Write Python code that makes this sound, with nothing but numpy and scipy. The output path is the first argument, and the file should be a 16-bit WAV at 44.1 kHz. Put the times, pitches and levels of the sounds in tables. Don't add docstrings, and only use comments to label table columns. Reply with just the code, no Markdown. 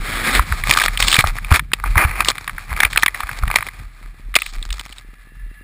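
import sys
import numpy as np
from scipy import signal
from scipy.fft import rfft, irfft, next_fast_len
from scipy.io import wavfile

SR = 44100
rng = np.random.default_rng(int(sys.argv[2]) if len(sys.argv) > 2 else 0)


def transcribe(signal):
    frames = np.atleast_2d(signal).T
    limited = np.clip(frames, -1, 1)
    pcm = np.round(limited * 32767).astype(np.int16)
    wavfile.write(sys.argv[1], SR, pcm)


def linear_from_db(decibels):
    return 10 ** (np.asarray(decibels, float) / 20)


N = 248283


def rms_one(x):
    return x / np.sqrt(np.mean(x ** 2) + 1e-20)


def in_time(rows):
    s, *columns = np.transpose(rows)
    return [np.interp(np.arange(N) / SR, s, column) for column in columns]


def coloured(x, spectrum):
    size = next_fast_len(N)
    hz, level_db = np.transpose(spectrum)
    bins_hz = np.fft.rfftfreq(size, 1 / SR)
    gain = linear_from_db(np.interp(np.log(bins_hz + 1), np.log(hz), level_db))
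    return rms_one(irfft(rfft(x, size) * gain, size)[:N])


def resonate(x, hz, width_hz):
    r = np.exp(-np.pi * width_hz / SR)
    zeros = [(1 - r * r) / 2, 0, (r * r - 1) / 2]
    poles = [1, -2 * r * np.cos(2 * np.pi * hz / SR), r * r]
    return signal.lfilter(zeros, poles, x + 1e-18)


def drift(rate_hz):
    r = np.exp(-2 * np.pi * rate_hz / SR)
    slow = signal.lfilter([1], [1, -2 * r, r * r], rng.standard_normal(N + SR))
    return rms_one(slow[SR:])


def grains(per_s, spread_db):
    sizes = linear_from_db(spread_db * np.minimum(rng.exponential(1, N), 4)) * rng.choice([-1, 1], N)
    return sizes * (rng.random(N) < per_s / SR)


def thud(rows, cycles):
    out = np.zeros(N + SR)
    for s, level_db, hz in rows:
        turns = np.arange(round(6 * SR / hz)) * hz / SR
        soft_start = np.sin(np.pi * np.minimum(turns, .5))
        wave = soft_start * np.sin(2 * np.pi * turns) * np.exp(-turns / cycles)
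        at = round(s * SR)
        out[at:at + len(wave)] += linear_from_db(level_db) * wave / np.abs(wave).max()
    return out[:N]


# (time [s], peak level [dB], favoured pitch [Hz])
KNOCK_HITS = [(0.393, 3, 1150), (0.522, -3, 1410), (0.636, -6, 1880), (0.708, 8, 2220), (0.723, -8, 1280),
              (0.736, -3, 3050), (0.748, -8, 1530), (0.771, 2, 1030), (0.785, -10, 2900),
              (0.798, -3.5, 2150), (0.815, -1.5, 1610), (0.837, -5, 3065), (0.88, -4, 2020),
              (0.973, -4.5, 3060), (1.024, 4, 2920), (1.081, 0.5, 3180), (1.115, -1, 3300),
              (1.126, 2.5, 2850), (1.141, 3.5, 2900), (1.164, 2, 2450), (1.188, 6.5, 2100),
              (1.206, -1.5, 2280), (1.239, -2.5, 950), (1.383, -11.5, 1700), (1.445, -15.5, 2730),
              (1.514, -2.5, 1110), (1.522, 1.5, 1720), (1.558, -1.5, 2300), (1.593, -2, 1950),
              (1.716, -16, 1780), (1.733, 5.5, 2910), (1.838, -6.5, 1160), (1.955, -7, 1260),
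              (1.977, 1.5, 1810), (2.048, -7, 1580), (2.204, 5.5, 2060), (2.246, -8, 3550),
              (2.284, 7.5, 3740), (2.314, -12, 1970), (2.38, -13.5, 2000), (2.476, -9, 1780),
              (2.494, -9.5, 1820), (2.58, -12, 1410), (2.716, -20, 1110), (2.802, 3.5, 2100),
              (2.831, 6, 1930), (2.848, -0.5, 2400), (2.93, -7.5, 2300), (2.959, -4, 1650),
              (2.973, 5, 2400), (2.985, -14, 1430), (3.023, -7, 2800), (3.031, 7.5, 1745),
              (3.06, 4.5, 2230), (3.08, -2, 2050), (3.144, -9.5, 2100), (3.203, -10, 1930),
              (3.232, -11.5, 1350), (3.29, -10, 1770), (3.433, -11, 1090), (3.477, -12, 2070),
              (3.5, -10.5, 1330), (3.557, 10, 2050), (3.567, -5.5, 2050), (3.606, -12, 1980),
              (3.624, -10, 1830), (3.685, -15, 2050), (4.34, -14.5, 2110), (4.353, 3.5, 2950),
              (4.361, 11, 2190), (4.386, -12, 2530), (4.418, -7, 2500), (4.461, -15, 2720),
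              (4.626, -13.5, 3340), (4.703, -16, 2800), (4.726, -12.5, 3740), (4.795, -15, 2540),
              (4.925, -22, 3000), (4.982, -22.5, 3580)]


def knocks():
    hard_spread = 1
    t = np.arange(round(.03 * SR)) / SR
    out = np.zeros(N + SR)
    rough = rng.standard_normal((len(KNOCK_HITS), len(t)))
    mode_hz = np.array(CASE_MODES)[:, 0]
    for (s, level_db, pitch_hz), noise in zip(KNOCK_HITS, rough):
        length_s = 0.0032 + 0.00031 * min(linear_from_db(level_db), 2)
        attack = np.minimum(t / 0.0009, 1)
        decay = np.exp(-(t / length_s) ** 2) + 0.098 * np.exp(-t / 0.0069)
        softness = signal.butter(2, min(1.7 * pitch_hz, 6000), fs=SR)
        contact = signal.lfilter(*softness, noise * attack * decay)
        octaves_off = np.abs(np.log2(mode_hz / pitch_hz))
        most_cut_db = 20 - hard_spread * max(level_db, 0)
        near = linear_from_db(-np.minimum(14 * octaves_off, most_cut_db))
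        ring = near @ np.array(case_rings(contact, widen=1.7))
        at = round(s * SR)
        out[at:at + len(t)] += linear_from_db(level_db) * ring / np.abs(ring).max()
    return out[:N]


# (frequency [Hz], width before widening [Hz], relative level [dB])
CASE_MODES = [(260, 168, -9.5), (770, 252, -3), (1223, 128, 5.5), (1650, 174, 2.5), (2010, 298, 3),
              (2400, 240, 3.5), (3395, 600, 1), (4280, 515, 2.5), (4705, 190, 3.5), (5480, 450, 0)]


def case_rings(x, widen):
    rings = []
    for k, (hz, width_hz, level_db) in enumerate(CASE_MODES):
        rings.append((-1) ** k * linear_from_db(level_db) * resonate(x, hz, widen * width_hz))
    return rings


def rubbing():
    dull, bright, grit = strokes()
    fade = np.exp(-1 / (0.00069 * SR))
    crackle = rms_one(signal.lfilter([1], [1, -fade], np.abs(grains(260, spread_db=5.6))))
    texture = 1 - .88 * grit + grit * crackle
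    rub = rng.standard_normal(N) * texture * linear_from_db(3 * drift(14))
    rings = case_rings(rub, widen=1.08)
    return dull * rms_one(sum(rings[:6])) + bright * rms_one(sum(rings[6:]))


# (start [s], length [s], dull level [dB],
# bright level over the dull [dB], share of separate contacts [0-1])
DRAG_STROKES = [(0.453, 0.5, -31.5, -4.5, 0.28), (0.678, 0.18, -18, -1.5, 0.97),
                (0.988, 0.17, -18.5, 1.5, 0.59), (1.175, 0.033, -15, -2.5, 0.5),
                (1.219, 0.086, -28.5, -6.5, .8), (1.365, 0.017, -32, -2, 0.3),
                (1.5, 0.016, -18.5, -12, 0.5), (1.532, 0.038, -17, -6.5, 0.08),
                (1.782, 0.0099, -23, -13, 1), (1.842, 0.037, -25, -15, 0.4),
                (1.961, 0.088, -14.5, -17.5, 0.13), (2.063, .16, -22, -14.5, 0.41),
                (2.251, 0.055, -22, -3, 0.73), (2.312, 0.096, -38, -7, 1), (2.68, 0.2, -31.5, -12.5, 0.5),
                (2.897, 0.12, -28.5, -0.5, 0.65), (3.137, 0.25, -33, -8, 0.51),
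                (3.401, 0.18, -32.5, -11, 0.67), (3.542, 0.13, -31, -6, 0.7), (4.392, 0.11, -41, 6, 0.5),
                (4.518, 0.34, -40, -2, 0.84), (4.84, .15, -47.5, -1, .9)]
# (time [s], dull level [dB])
FAINT_RUSTLE = [(0, -35), (.9, -33.5), (1.49, -41), (1.63, -57), (1.93, -33.5), (2.43, -43), (2.56, -38),
                (3.11, -46.5), (3.72, -41.5), (3.88, -51), (4.08, -48.5), (4.33, -54), (5.63, -60)]


def strokes():
    attack_s, release_s = 0.013, .008
    rustle_bright_db, rustle_grit = -7.5, 0.43
    t = np.arange(N) / SR
    dull = linear_from_db(in_time(FAINT_RUSTLE)[0]) ** 2
    bright = dull * linear_from_db(rustle_bright_db) ** 2
    grit = dull * rustle_grit
    for s, length, level_db, bright_db, share in DRAG_STROKES:
        swell = np.clip((t - s) / attack_s, 0, 1)
        shape = swell * np.exp(-np.maximum(t - s - length, 0) / release_s)
        power = (linear_from_db(level_db) * shape) ** 2
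        dull = dull + power
        bright = bright + power * linear_from_db(bright_db) ** 2
        grit = grit + power * share
    return np.sqrt(dull), np.sqrt(bright), np.clip(grit / dull, 0, 1)


# (time [s], mean firing rate [1/s], level of the rasp [dB])
ENGINE_LOAD = [(0, 114, -35), (.12, 108, -23.5), (.385, 139, -16), (.402, 140, -28), (.5, 120, -57.5)]


def engine():
    per_s, level_db = in_time(ENGINE_LOAD)
    turns = np.cumsum(per_s * (1 + 0.033 * drift(25))) / SR
    cylinder = linear_from_db(1.8 * (turns // 1 % 2))
    pulses = rms_one(np.diff(turns // 1, prepend=0) * cylinder)
    gate = 1 + np.exp(-3.0 * (turns % 1)) * cylinder
    hiss = rms_one(rng.standard_normal(N) * gate * linear_from_db(2 * drift(31)))
    rasp = resonate(sum(case_rings(hiss, widen=1.3)), 1650, 1200)
    source = hiss + .6 * pulses
    drone = resonate(source, 200.5, 170)
    return linear_from_db(level_db) * (rms_one(rasp) + linear_from_db(-11) * rms_one(drone))


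# (time [s], peak level [dB], pitch [Hz])
HELMET_JOLTS = [(.393, -8, 54), (.515, -10, 60.4), (1.185, -7, 117), (1.242, -10.5, 75.6), (1.515, 2, 74.2),
                (1.962, -5.5, 71.5), (2.048, -6.5, 70), (2.715, -14, 52.6), (2.845, -15.5, 50.7),
                (3.235, -21.5, 45), (3.430, -8, 53)]


def jolts():
    return thud(HELMET_JOLTS, cycles=.75)


# (frequency [Hz], relative density [dB per Hz])
GUST_SPECTRUM = [(45, -27.5), (75, 3), (150, -4.5), (250, -18), (500, -33), (900, -46)]
# (time [s], gain before the swing's share [dB])
GUST_GAIN = [(2.2, -21), (2.4, -22), (3.6, -21), (3.9, -28.5), (5.6, -35)]


def mount():
    centre_hz = 37.9
    gust_follows = 0.53
    height = bumps()
    gust_gain_db = in_time(GUST_GAIN)[0]
    pitch_hz = centre_hz * (1 + 0.12 * drift(5.02))
    tone = np.sqrt(2) * np.sin(2 * np.pi * np.cumsum(pitch_hz) / SR)
    swing = tone * linear_from_db(3.5 * drift(9.8))
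    gusts = coloured(rng.standard_normal(N) * linear_from_db(4.1 * drift(27)), GUST_SPECTRUM)
    return height * swing + height ** gust_follows * linear_from_db(gust_gain_db) * gusts


# (time of the crest [s], mean swing level [dB])
MOUNT_BUMPS = [(0, -20), (0.221, -25.5), (0.369, -16.5), (.52, -18), (.68, -18), (.89, -23), (1.04, -21.5),
               (1.3, -20), (1.46, -22.5), (1.62, -26.5), (1.901, -17.5), (2.1, -22.5), (2.24, -25.5),
               (2.551, -27.5), (2.74, -25), (2.95, -30), (3.26, -45), (3.462, -21), (3.84, -29.5),
               (4.051, -31.5), (4.29, -27), (4.589, -27.5), (4.719, -24.5), (5.439, -26)]


def bumps():
    rise_db_per_s, fall_db_per_s, calm_db = 143, 132, -44.5
    t = np.arange(N) / SR
    each = [db - np.maximum(rise_db_per_s * (s - t), fall_db_per_s * (t - s)) for s, db in MOUNT_BUMPS]
    return linear_from_db(np.maximum(np.max(each, axis=0), calm_db))


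# (time [s], gain on the summed bands [dB])
HISS_GAIN = [(4.9, -59.5), (5.02, -53), (5.48, -48.5), (5.56, -46.5)]
# (frequency [Hz], width of the narrower of two resonances [Hz], relative level [dB])
HISS_BANDS = [(1720, 62, -4), (1950, 100, -8.5), (2730, 100, -15)]


def idle():
    from_s, cycle_s, jitter_s = 3.82, 0.047, .006
    fires = 0.54
    chance = rng.random((40, 3))
    starts = from_s + cycle_s * np.arange(40) + jitter_s * (2 * chance[:, 0] - 1)
    fired = []
    for s, (_, size, luck) in zip(starts, chance):
        if luck < fires and s < N / SR:
            fired.append((s, 6 * (size - .5), 200))
    puffs = linear_from_db(-36.5) * thud(fired, cycles=0.2)
    noise = rng.standard_normal(N)
    hiss = np.zeros(N)
    for hz, width_hz, level_db in HISS_BANDS:
        band = resonate(resonate(noise, hz, width_hz), hz, 2 * width_hz)
        hiss += linear_from_db(level_db) * rms_one(band)
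    return puffs + linear_from_db(in_time(HISS_GAIN)[0]) * hiss


def scene():
    mono = knocks() + rubbing() + mount() + jolts() + engine() + idle()
    return np.tile(mono, (2, 1))


def low_pass(x):
    return signal.sosfilt(signal.butter(12, 16400, fs=SR, output="sos"), x)


def record(dry):
    dry = signal.sosfilt(signal.butter(6, 5600, fs=SR, output="sos"), dry)
    slow = np.clip(signal.resample_poly(dry, 40, 147, axis=1), -.95, .95)
    stairs = np.repeat(slow, 4, axis=1)
    held = signal.resample_poly(stairs, 147, 160, axis=1)[:, :N]
    held = np.pad(held, ((0, 0), (0, N - held.shape[1])))
    held = signal.sosfilt(signal.cheby2(10, 40, 15900, fs=SR, output="sos"), held)
    return low_pass(np.clip(held, -1, 1))


dry = scene()
out = record(dry)
transcribe(out)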